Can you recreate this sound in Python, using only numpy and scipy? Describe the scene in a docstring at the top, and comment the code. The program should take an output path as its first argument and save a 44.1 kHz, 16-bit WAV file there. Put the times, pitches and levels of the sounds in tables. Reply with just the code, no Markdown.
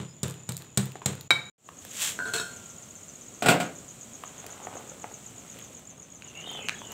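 """Mortar, then a stove and a pot lid

A stone pestle pounds spices in a stone mortar on a wooden bench: struck modes ring and noise crunches.
That scene drops to near silence; a gas stove in a kitchen fades in as coloured noise. A hand rubs a pot lid
(noise), clinks it and sets it on a steel counter (struck modes, noise bursts), then scoops corn kernels from
a plastic tray (taps, rustle, gliding tones). Insects chirr outside: a far chorus, then also near calls."""
import sys
import numpy as np
from scipy import signal
from scipy.fft import rfft, irfft
from scipy.io import wavfile

SR = 44100
rng = np.random.default_rng(int(sys.argv[2]) if len(sys.argv) > 2 else 0)


def wav_out(sig):
    """Save sig, one row per channel (or a flat mono array), as 16-bit PCM at SR to the path in sys.argv[1]."""
    wavfile.write(sys.argv[1], SR, np.round(np.clip(np.atleast_2d(sig).T, -1, 1) * 32767).astype(np.int16))


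N = 305613  # length in samples

# Source levels and spectra are relative; the functions below may add gains of their own.

# Level curve of the mortar scene, with a brief dip before the last blow. Each row: time in seconds, gain in dB.
MORTAR_GAIN = [(0, -1.5), (1.278, -1.5), (1.283, -21), (1.303, -12), (1.305, -4.5), (1.49, 0),
               (1.4995, -4.5), (1.5, -36), (1.515, -43.5), (1.517, -74.5)]
# Level curve of the stove scene. Each row: time in seconds, gain in dB.
STOVE_GAIN = [(1.579, -72.5), (1.581, -21), (1.595, -19), (1.68, -5), (1.8, -0.5), (1.95, 0), (7, 0.5)]

# Air at the bench. Each row: frequency in Hz, density in dB per Hz.
YARD_SPECTRUM = [(30, -14.5), (130, 9.5), (260, 0.5), (410, -4.5), (800, -9.5), (1700, -18), (3400, -14),
                 (5600, -31.5), (7100, -10), (9000, -33.5), (15500, -31)]
YARD_DB = -52
CHIRR_HZ, CHIRR_WIDTH_HZ, CHIRR_DB = 7000, 110, -53.5
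# Flame, simmer and insect chorus. Each row: frequency in Hz, density in dB per Hz.
STOVE_SPECTRUM = [(30, -16), (102, 1.5), (237, 1), (324, -4.5), (691, -7.5), (874, -15), (1330, -13.5),
                  (1640, -18.5), (3230, -16), (5000, -23.5), (6100, -15), (7300, -7), (8300, -13),
                  (9500, -26), (15500, -27)]
# Changing stove noise. Each row: time in seconds, bass level in dB, treble level in dB.
STOVE_LEVEL = [(1.9, -48, -54), (2.3, -44, -48.5), (2.9, -49.5, -54), (4.4, -48.5, -53), (5.65, -48, -54),
               (5.96, -50.5, -61), (6.2, -50, -59.5), (6.6, -46, -56), (6.93, -46.5, -52.5)]

# Pace of the insect that ticks twice. Each row: time of the second tick in seconds, call number, level in dB.
TICK_PACE = [(1.666, 0, -38), (3.158, 12, -38), (3.665, 16, -38), (4.278, 21, -37), (4.775, 25, -37),
             (5.264, 29, -37), (5.501, 31, -37.5), (6.0, 35, -39), (6.247, 37, -38.5), (6.503, 39, -37),
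             (6.872, 42, -38)]
# Pace of the insect with a short falling buzz. Each row: time in seconds, call number, level in dB.
BUZZ_PACE = [(1.659, 0, -51), (2.169, 4, -50), (2.432, 6, -52), (2.569, 7, -44.5), (2.961, 10, -45),
             (3.347, 13, -46), (3.63, 15, -47), (4.018, 18, -46.5), (4.511, 22, -46), (5.025, 26, -47),
             (5.521, 30, -47), (6.918, 41, -45.5)]
# Strokes of one buzz. Each row: delay in seconds, pitch in Hz, level in dB.
BUZZ_STROKES = [(-.006, 7245, 7), (.001, 6680, 7), (.008, 6450, -2)]
CALL_SCATTER_DB = 0.1

# Partials of a small tap. Each row: frequency ratio, level in dB.
TAP_PARTIALS = [(.68, -10), (1, 3.5), (1.45, -1), (2.4, -2.5), (4.6, -24.5)]
# Kernels, tray and fingers tapping. Each row: time in seconds, level in dB, pitch in Hz, tick level in dB.
TRAY_TAPS = [(1.688, -21, 1120, -42), (1.849, -41, 450, -33), (4.236, -20.5, 1150, -44),
             (4.441, -32, 690, -49), (4.464, -36, 398, -30.5), (4.493, -33, 1400, -53),
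             (4.6, -29.5, 834, -59), (4.669, -20, 760, -59), (4.727, -29, 850, -61),
             (4.753, -26.5, 544, -59), (4.768, -27, 697, -61), (4.916, -30, 546, -62),
             (5.041, -19.5, 834, -58), (5.045, -29.5, 703, -62), (5.113, -32, 800, -56),
             (5.558, -37.5, 536, -57), (5.588, -44, 686, -38), (6.221, -25, 2620, -61),
             (6.472, -29, 730, -50), (6.514, -30, 867, -39), (6.549, -28, 754, -60), (6.589, -27, 780, -65),
             (6.685, -8, 2800, -38), (6.693, -7.5, 2480, -52), (6.816, -26, 1000, -61),
             (6.919, -40, 676, -34.5)]
# Faint kernel taps at random moments. Each row: start in seconds, end in seconds, taps per second, level in dB.
PATTER = [(4.3, 4.902, 11.5, -36), (5.05, 5.8, 9, -46), (6.4, 6.644, 7.7, -36)]
# Pitches of the faint tray taps: a single list in Hz.
TRAY_HZ = [415, 535, 680, 830]
PATTER_TICK_DB = -49
# Kernels shifting. 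Each row: time in seconds, dull level in dB, bright level in dB.
RUSTLE_LEVEL = [(4.1, -69, -75), (4.22, -58, -60.5), (4.68, -50, -57.5), (5.23, -63, -68), (5.52, -63, -62),
                (5.6, -59, -52.5), (5.68, -63.5, -63), (6.12, -64.5, -65.5), (6.57, -49.5, -50.5),
                (6.76, -58, -87), (6.93, -50.5, -56)]
# Dull and bright rustle. Each row: frequency in Hz, density in dB per Hz.
DULL_RUSTLE = [(150, -2.0), (400, 3.5), (800, 2.5), (1500, -1.5), (3000, -32), (9000, -53)]
BRIGHT_RUSTLE = [(800, -17), (2000, 6.5), (3500, 6.5), (5000, -11.5), (8000, -4), (15000, -20.0)]
# Whistly strands as fingers scrape the tray. Each row: start in seconds, end in seconds, start pitch in Hz,
# end pitch in Hz, level in dB.
SCRAPE_STRANDS = [(6.239, 6.327, 2860, 2780, -57), (6.342, 6.482, 2720, 3040, -45.5),
                  (6.351, 6.428, 2180, 2360, -55.5), (6.445, 6.619, 3750, 3280, -47),
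                  (6.457, 6.607, 3220, 2980, -43), (6.569, 6.684, 2720, 2485, -47.5),
                  (6.578, 6.684, 3120, 2900, -48.5), (6.623, 6.679, 2150, 2130, -53),
                  (6.698, 6.758, 1766, 1765, -50), (6.694, 6.761, 2500, 2430, -65),
                  (6.70, 6.842, 3970, 3670, -63), (6.74, 6.87, 3290, 3460, -54),
                  (6.806, 6.954, 3050, 2800, -53)]

# Pestle blows. Each row: time in seconds, crack level in dB, bench thump in dB, stone ring in dB.
BLOWS = [(0.001, -53, -30, -85.5), (0.2314, -20, -24, -53), (0.4906, -24, -27.5, -56),
         (0.774, -12.5, -19, -32.5), (1.0591, -14.5, -22.5, -41.5), (1.3066, -20.5, -29.5, -7.5),
         (1.3124, -25.5, -43.5, -12.5)]
# Modes of the wooden bench. Each row: frequency in Hz, level in dB, 60 dB decay time in seconds.
BENCH_MODES = [(96.2, -14.5, 0.54), (129.5, -6, 0.41), (144.4, -6, 0.29), (164.9, -10, 0.45),
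               (197.4, -3.5, .25), (278.4, -23.5, 0.14), (399.6, -15, 0.094), (482, -19, 0.17),
               (810, -16.5, 0.069)]
# Modes of the stone mortar. Each row: frequency in Hz, level in dB, 60 dB decay time in seconds.
STONE_MODES = [(730, -29.5, 0.31), (1247, -20, 0.022), (1200, -30, 0.086), (1394, -19.5, 0.15),
               (1620, -3.5, 0.027), (1496, -13, 0.037), (1850, -11.5, 0.039), (3106, -13.5, 0.056),
               (2010, -13, 0.014), (2285, -22.5, 0.28), (2299, -22.5, 0.45), (2280, 3.5, 0.033),
               (3695, -19.5, 0.28), (3838, -19.5, 0.3), (3840, 1, 0.044), (4220, -38, 0.23),
               (5300, -21.5, 0.037), (7373, -21, 0.16)]
# Crack of a blow. Each row: frequency in Hz, density in dB per Hz.
CRACK_SPECTRUM = [(180, -30.5), (300, -17), (620, -13.5), (1870, -19.5), (2320, -20), (3130, -17),
                  (3750, -13.5), (5850, -18.5), (7620, -2.5), (9600, -20), (15500, -24)]
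# Crunch of spice. Each row: frequency in Hz, density in dB per Hz.
CRUNCH_SPECTRUM = [(150, -13), (400, 2), (700, -9), (1300, -8.5), (2200, -13.5), (3700, -12.5),
                   (5000, -24.5), (7600, -13), (9500, -29.5), (15500, -40)]
# Spice crushed under the pestle. Each row: start in seconds, level in dB, fade in dB per second.
CRUSHES = [(0.001, -39.5, 181), (.232, -35.5, 120), (.492, -43, 200), (.6, -50, 130), (.776, -29.5, 230),
           (.86, -54, 72), (.955, -42, 600), (1.018, -46, 594), (1.061, -33, 142.5), (1.31, -45, 123)]
# Snaps and small taps at the mortar. Each row: time in seconds, level in dB, pitch in Hz, tick level in dB.
SNAPS = [(.28, -29, 3170, -32), (.298, -22, 8200, -44), (.308, -21.5, 7800, -42), (.34, -35, 3000, -44),
         (.319, -39, 3500, -50), (.52, -26, 4200, -30.5), (.545, -35, 3900, -43), (.567, -14, 7850, -37),
         (.576, -42, 4400, -33), (.62, -29.5, 4170, -36), (.645, -42, 1900, -46), (.855, -34.5, 4480, -32),
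         (.918, -34, 2600, -38), (.954, -27, 770, -62), (1.017, -27, 1040, -61), (1.125, -34, 8900, -41),
         (1.152, -32, 7500, -39), (1.209, -26, 4180, -31)]
# Faint whistles near the bench. Each row: start in seconds, end in seconds, start pitch in Hz,
# end pitch in Hz, level in dB.
WHISTLES = [(.07, .14, 5000, 5140, -61), (.12, .21, 3100, 3650, -72), (.53, .57, 3900, 3900, -56),
            (.3, .77, 2570, 2570, -69), (.95, 1.06, 3370, 3430, -73), (.97, 1.3, 2550, 2530, -73)]

# Hand sliding onto the lid. Each row: time in seconds, level in dB.
RUB_LEVEL = [(1.8, -80), (1.818, -51.5), (1.896, -52), (2.024, -27.5), (2.092, -31), (2.18, -54),
             (2.2, -70)]
# Colour of the rub and scrape. Each row: frequency in Hz, density in dB per Hz.
RUB_SPECTRUM = [(180, -29), (300, -33), (397, -28), (581, -14), (674, -18), (877, -14.5), (3400, -1.5),
                (4800, -11), (7620, 1.5), (9600, -12), (15500, -15)]
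# Lid scraping the rim. Each row: start in seconds, level in dB, fade in dB per second.
SCRAPES = [(2.19, -54, 138), (2.27, -46.5, 300), (2.336, -30, 182)]
# Lid against pot. Each row: time in seconds, level in dB, brightness in dB.
CLINKS = [(2.1899, -16, -34), (2.2028, -19.5, -22), (2.2545, -28, -7), (2.2592, -21.5, -16),
          (2.2841, -17.5, -33), (2.3374, -19, 0.5), (2.349, -23, -23), (2.3646, -22, -13),
          (2.383, -24.5, 2), (2.3997, -24.5, 3.5), (2.4137, -32, 2)]
# Modes of the lid. Each row: frequency in Hz, level in dB, 60 dB decay time in seconds.
LID_MODES = [(449, -8.5, 0.095), (697, -12, 0.18), (1013, -9.5, 0.095), (1385, -21, 1.77), (1428, -3, 0.26),
             (1470, -2.5, 0.29), (1561, -4.5, 0.31), (1620, -14, 0.59), (1720, -12, 0.14),
             (2610, -18.5, 0.2), (3180, -29, 0.34), (3376, -16.5, 0.58), (3800, -8.5, 0.043),
             (4190, 0, 0.033), (4246, -12, 0.33), (5450, -15.5, 0.11), (7660, -3.5, 0.044),
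             (7680, -6, 0.093), (7900, -12, 0.068), (8550, -5.5, 0.057)]
# Lid landing on the counter. Each row: time in seconds, level in dB, brightness in dB.
SET_DOWN = [(3.422, -10.5, -14.5), (3.445, -19, -40), (3.459, -5.5, -15), (3.484, 0.5, -16.5),
            (3.499, -16.5, -10), (3.515, -16.5, -24), (3.539, -18, -26), (3.5997, -11.5, -14),
            (3.65, -26, -30)]
# Modes of the counter. Each row: frequency in Hz, level in dB, 60 dB decay time in seconds.
COUNTER_MODES = [(169.1, -2.5, 0.58), (227, -14, 0.22), (257.5, -8.5, 0.22), (446, -10, 0.28),
                 (511, -8, 0.24), (609, -6, 0.13), (706, 2.5, 0.17), (751, -7, 0.14), (775, -6, .1),
                 (1434, -1, 0.11)]
# Dense modes of the steel sheet. Each row: frequency in Hz, density in dB per Hz.
SHEET_SPECTRUM = [(59, -53), (100, -3), (162, -4), (411, -10.5), (697, -5.5), (861, -15.5), (1230, -15),
                  (1460, -10.5), (1690, -17.5), (2420, -14), (4960, -26), (6300, -31), (7800, -19),
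                  (9500, -33), (12000, -37), (15500, -35)]
# the counter shakes on after the lid lands
RUMBLE_S, RUMBLE_DB, RUMBLE_T60_S, RUMBLE_HZ = 3.5, -15, 0.85, 400

ROOM_T60_S = 0.36
CUTOFF_HZ = 16150  # stopband edge


def amp(db):
    """Level law: dB to amplitude gain."""
    return 10 ** (np.asarray(db) / 20)


def rms_one(x):
    """Normalisation: scaled to unit rms."""
    return x / np.sqrt(np.mean(x ** 2) + 1e-20)


def lowpass(x, order, hz):
    """Butterworth filtering: passes what lies below hz."""
    return signal.sosfilt(signal.butter(order, hz, fs=SR, output="sos"), x)


def highpass(x, order, hz):
    """Butterworth filtering: passes what lies above hz."""
    return signal.sosfilt(signal.butter(order, hz, "high", fs=SR, output="sos"), x)


def in_time(rows):
    """Linear interpolation: every column of a curve, per sample."""
    s, *columns = np.transpose(rows)
    return [np.interp(np.arange(N) / SR, s, column) for column in columns]


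def sounding(rows):
    """Envelope: gain of the first level column, silent outside the curve."""
    t = np.arange(N) / SR
    return amp(in_time(rows)[0]) * (t > rows[0][0]) * (t < rows[-1][0])


def fading(rows):
    """Exponential decay: gain that jumps up at each row, then fades steadily in dB."""
    t = np.arange(N) / SR
    return sum(amp(db - fade * np.maximum(t - s, 0)) * (t > s) for s, db, fade in rows)


def add(out, s, sound):
    """Superposition: mixes a short sound in at s seconds."""
    i = int(s * SR)
    out[i:i + len(sound)] += sound[:max(N - i, 0)]


def colour(x, spectrum):
    """Minimum-phase filtering: shapes x to a spectrum; white noise keeps its rms."""
    hz = np.maximum(np.arange(2049) * SR / 4096, 1)
    points = np.array(spectrum)
    level_db = np.interp(np.log(hz), np.log(points[:, 0]), points[:, 1])
    cepstrum = irfft(np.log(amp(level_db)))
    # folding the cepstrum onto positive time makes the filter causal
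    cepstrum[1:2048] *= 2
    cepstrum[2049:] = 0
    response = irfft(np.exp(rfft(cepstrum)))
    return signal.oaconvolve(x, response / np.linalg.norm(response))[:N]


def clicks(times, levels_db):
    """Impulses: single samples at the given moments."""
    out = np.zeros(N)
    at = np.clip((np.array(times) * SR).astype(int), 0, N - 1)
    np.add.at(out, at, amp(levels_db))
    return out


def ring(x, hz, t60):
    """Damped resonance: a unit click sets a decaying sine of height 1 ringing."""
    r, w = amp(-60 / (t60 * SR)), 2 * np.pi * hz / SR
    return signal.lfilter([0, np.sin(w)], [1, -2 * r * np.cos(w), r * r], x + 1e-18)


def burst(train, t60):
    """Decaying noise: each click opens white noise that dies away."""
    envelope = signal.lfilter([1], [1, -amp(-60 / (t60 * SR))], train + 1e-18)
    return envelope * rng.standard_normal(N)


def grains(per_s, spread_db):
    """Random impulse process: clicks of uneven size and sign; rms 1."""
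    sizes = amp(spread_db * np.minimum(rng.exponential(1, N), 5)) * rng.choice([-1, 1], N)
    return rms_one(sizes * (rng.random(N) < per_s / SR))


def strike(times, levels_db, modes, uneven_db):
    """Modal excitation: each contact strikes every mode with a strength of its own."""
    chance = rng.normal(0, uneven_db, (len(times), len(modes)))
    out = np.zeros(N)
    for k, (hz, db, t60) in enumerate(modes):
        out += ring(clicks(times, levels_db + db + chance[:, k]), hz, t60)
    return out


def taps(rows, cycles):
    """Damping per cycle: higher partials of a small hard thing die sooner; a white noise tick joins them."""
    out, t = np.zeros(N), np.arange(1500) / SR
    for s, db, pitch_hz, _ in rows:
        for ratio, partial_db in TAP_PARTIALS:
            hz = pitch_hz * ratio
            if hz < 12000:
                decay = amp(db + partial_db - 60 * t * hz / cycles)
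                onset = np.minimum(t * hz, 1)  # rises over one cycle
                add(out, s + .0012, decay * np.sin(2 * np.pi * hz * t) * onset)
    s, _, _, tick_db = np.transpose(rows)
    return out + burst(clicks(s + 0.0011, tick_db), 0.011)


def glide(out_len, start_hz, end_hz, width_hz):
    """Narrow-band modulation: slow noise roughens a swelling, gliding tone to the given width."""
    phase = 2 * np.pi * np.cumsum(np.linspace(start_hz, end_hz, out_len)) / SR
    white = rng.standard_normal((2, out_len + 2000))
    slow = rms_one(lowpass(white, 2, width_hz / 2)[:, 2000:])  # the filter's onset is dropped
    swell = signal.windows.tukey(out_len, .3)
    return swell * (slow[0] * np.sin(phase) + slow[1] * np.cos(phase))


def strands(rows, width_hz):
    """Superposition: rough gliding tones from a table."""
    out = np.zeros(N)
    for start, end, start_hz, end_hz, db in rows:
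        add(out, start, amp(db) * glide(int((end - start) * SR), start_hz, end_hz, width_hz))
    return out


def radiate(x, low_hz):
    """Radiation efficiency: small struck things push no deep bass into the air."""
    return highpass(x, 4, low_hz)


def room(x):
    """Diffuse reverberation: a decaying noise tail of unit energy that grows duller with time."""
    t = np.arange(int(ROOM_T60_S * SR)) / SR
    white = rng.standard_normal((2, len(t))) * (t > .006)
    dull = lowpass(white[0], 1, 2500) * amp(-60 * t / ROOM_T60_S)
    full = 0.91 * white[1] * amp(-60 * t / (0.77 * ROOM_T60_S))
    tail = dull + full
    return signal.oaconvolve(x, tail / np.linalg.norm(tail))[:N]


def yard():
    """Stationary noise: steady air, and a far insect chorus as grains ringing one narrow band."""
    chorus = ring(grains(1100.0, 3.), CHIRR_HZ, 2.2 / CHIRR_WIDTH_HZ)
    air = colour(rng.standard_normal(N), YARD_SPECTRUM)
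    return amp(YARD_DB) * air + amp(CHIRR_DB) * rms_one(chorus)


def stove_air():
    """Band splitting: flame rumble below, simmer and chorus above, each with its own level curve."""
    bass_db, treble_db = in_time(STOVE_LEVEL)
    noise = colour(grains(14000., 1.96), STOVE_SPECTRUM)
    low = lowpass(noise, 2, 1200)
    return amp(bass_db - 4.0) * rms_one(low) + amp(treble_db + 3) * rms_one(noise - low)


def calls_at(pace):
    """Regular rhythm: time and level of every call, evenly spaced between the rows."""
    s, number, db = np.transpose(pace)
    every = np.arange(number[-1] + 1)
    return zip(np.interp(every, number, s), np.interp(every, number, db))


def wing_stroke(out, s, hz, db, seconds):
    """Stridulation: wing teeth ring a near-pure note that sags, centred on s."""
    t = np.arange(int(seconds * SR)) / SR
    pitch, level, phase = rng.normal(0, 1, 3)
    note = np.sin(2 * np.pi * hz * (1 + .012 * pitch) * t * (1 - 4.5 * t) + 3 * phase)
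    gain = amp(db + CALL_SCATTER_DB * level)
    add(out, s - seconds / 2, gain * np.hanning(len(t)) * note)


def insects():
    """Pulse trains: one insect ticks twice, 20 ms apart; the other's strokes fall in pitch and trail off."""
    out = np.zeros(N)
    for s, db in calls_at(TICK_PACE):
        wing_stroke(out, s - .02, 6970, db - 5.5, 0.0087)
        wing_stroke(out, s, 7150, db, 0.012)
    for s, db in calls_at(BUZZ_PACE):
        for delay, hz, stroke_db in BUZZ_STROKES:
            wing_stroke(out, s + delay, hz, db + stroke_db, .006)
        trail = glide(int(0.028 * SR), 6150, 6350, width_hz=410)
        add(out, s - .004, amp(db - 8.5) * trail)
    return out


def patter():
    """Random scatter: rows of faint taps within each span, each at one of the tray's pitches."""
    rows = []
    for start, end, per_s, db in PATTER:
        for when, size, pick in rng.random((round(per_s * (end - start)), 3)):
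            s = start + when * (end - start)
            hz = TRAY_HZ[int(pick * len(TRAY_HZ))]
            rows.append((s, db + 5.7 * (size - .5), hz, PATTER_TICK_DB))
    return rows


def tray():
    """Impact and friction: kernels tap and shift; scraping fingers whistle in short strands."""
    dull_db, bright_db = in_time(RUSTLE_LEVEL)
    after = np.arange(N) > RUSTLE_LEVEL[0][0] * SR
    dull = colour(grains(600., 1.5), DULL_RUSTLE)
    bright = colour(grains(4000., 4.8), BRIGHT_RUSTLE)
    rustle = after * (amp(dull_db) * dull + amp(bright_db) * bright)
    return taps(TRAY_TAPS + patter(), cycles=8.7) + rustle + strands(SCRAPE_STRANDS, width_hz=180)


def lid_on_pot():
    """Friction and modal ringing: the hand rubs the lid, which scrapes and clinks on the pot."""
    rub = (sounding(RUB_LEVEL) + fading(SCRAPES)) * colour(grains(9000., 3.6), RUB_SPECTRUM)
    s, db, bright_db = np.transpose(CLINKS)
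    low_modes = [mode for mode in LID_MODES if mode[0] < 2000]
    high_modes = [mode for mode in LID_MODES if mode[0] > 2000]
    clink = strike(s, db - 15.5, low_modes, uneven_db=4.5)
    clink += strike(s, db + bright_db - 6.0, high_modes, uneven_db=6.0)
    # the loose lid chatters on the rim between clinks
    contacts = fading(SCRAPES) * grains(249.2, 4.4)
    chatter = sum(amp(mode_db) * ring(contacts, hz, t60) for hz, mode_db, t60 in LID_MODES)
    return rub + clink + amp(-24.0) * chatter


def lid_on_counter():
    """Plate impact: low modes boom one by one, the dense modes of the sheet clatter as noise."""
    s, db, bright_db = np.transpose(SET_DOWN)
    s = s + .001
    boom = strike(s, db - 21.5, COUNTER_MODES, uneven_db=3.0)
    # the treble of the sheet dies sooner than its body
    body = lowpass(burst(clicks(s, db - 16), 0.22), 2, 3000)
    treble = highpass(burst(clicks(s, db + bright_db + 3.0), 0.15), 2, 3000)
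    rumble = lowpass(burst(clicks([RUMBLE_S], [RUMBLE_DB]), RUMBLE_T60_S), 2, RUMBLE_HZ)
    return boom + colour(body + treble, SHEET_SPECTRUM) + rumble


def mortar():
    """Impact and fracture: blows crack, shake the bench and ring the stone; crushed spice crunches."""
    s, crack_db, bench_db, stone_db = np.transpose(BLOWS)
    crack = colour(burst(clicks(s, crack_db), 0.029), CRACK_SPECTRUM)
    # the mortar rocks and knocks the bench once more
    rock = rng.uniform(.012, .03, len(s))
    bench = strike(np.r_[s, s + rock], np.r_[bench_db, bench_db - 5.0], BENCH_MODES, uneven_db=1.5)
    stone = strike(s, stone_db, STONE_MODES, uneven_db=1)
    crunch = fading(CRUSHES) * colour(grains(2500., 2.9), CRUNCH_SPECTRUM)
    near = radiate(crack + stone + taps(SNAPS, cycles=12.7), low_hz=150)
    reverberant = amp(-9.5) * room(near)
    return near + reverberant + radiate(bench, low_hz=84.3) + crunch + strands(WHISTLES, width_hz=140)


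def scene():
    """Superposition: the mortar and the stove scenes, each under its level curve."""
    near = radiate(lid_on_pot() + lid_on_counter() + tray(), low_hz=130)
    calls = insects()
    reverberant = room(amp(-11) * near + amp(-7) * calls)
    stove = near + calls + reverberant + stove_air()
    bench = mortar() + yard()
    return np.array([amp(in_time(MORTAR_GAIN)[0]) * bench + amp(in_time(STOVE_GAIN)[0]) * stove])


def record(dry):
    """Band limiting: the small microphone loses the deep bass; the top is cut."""
    thin = highpass(dry, 1, 40)
    return signal.sosfilt(signal.cheby2(18, 60, CUTOFF_HZ, fs=SR, output="sos"), thin)


dry = scene()
out = record(dry)
wav_out(out)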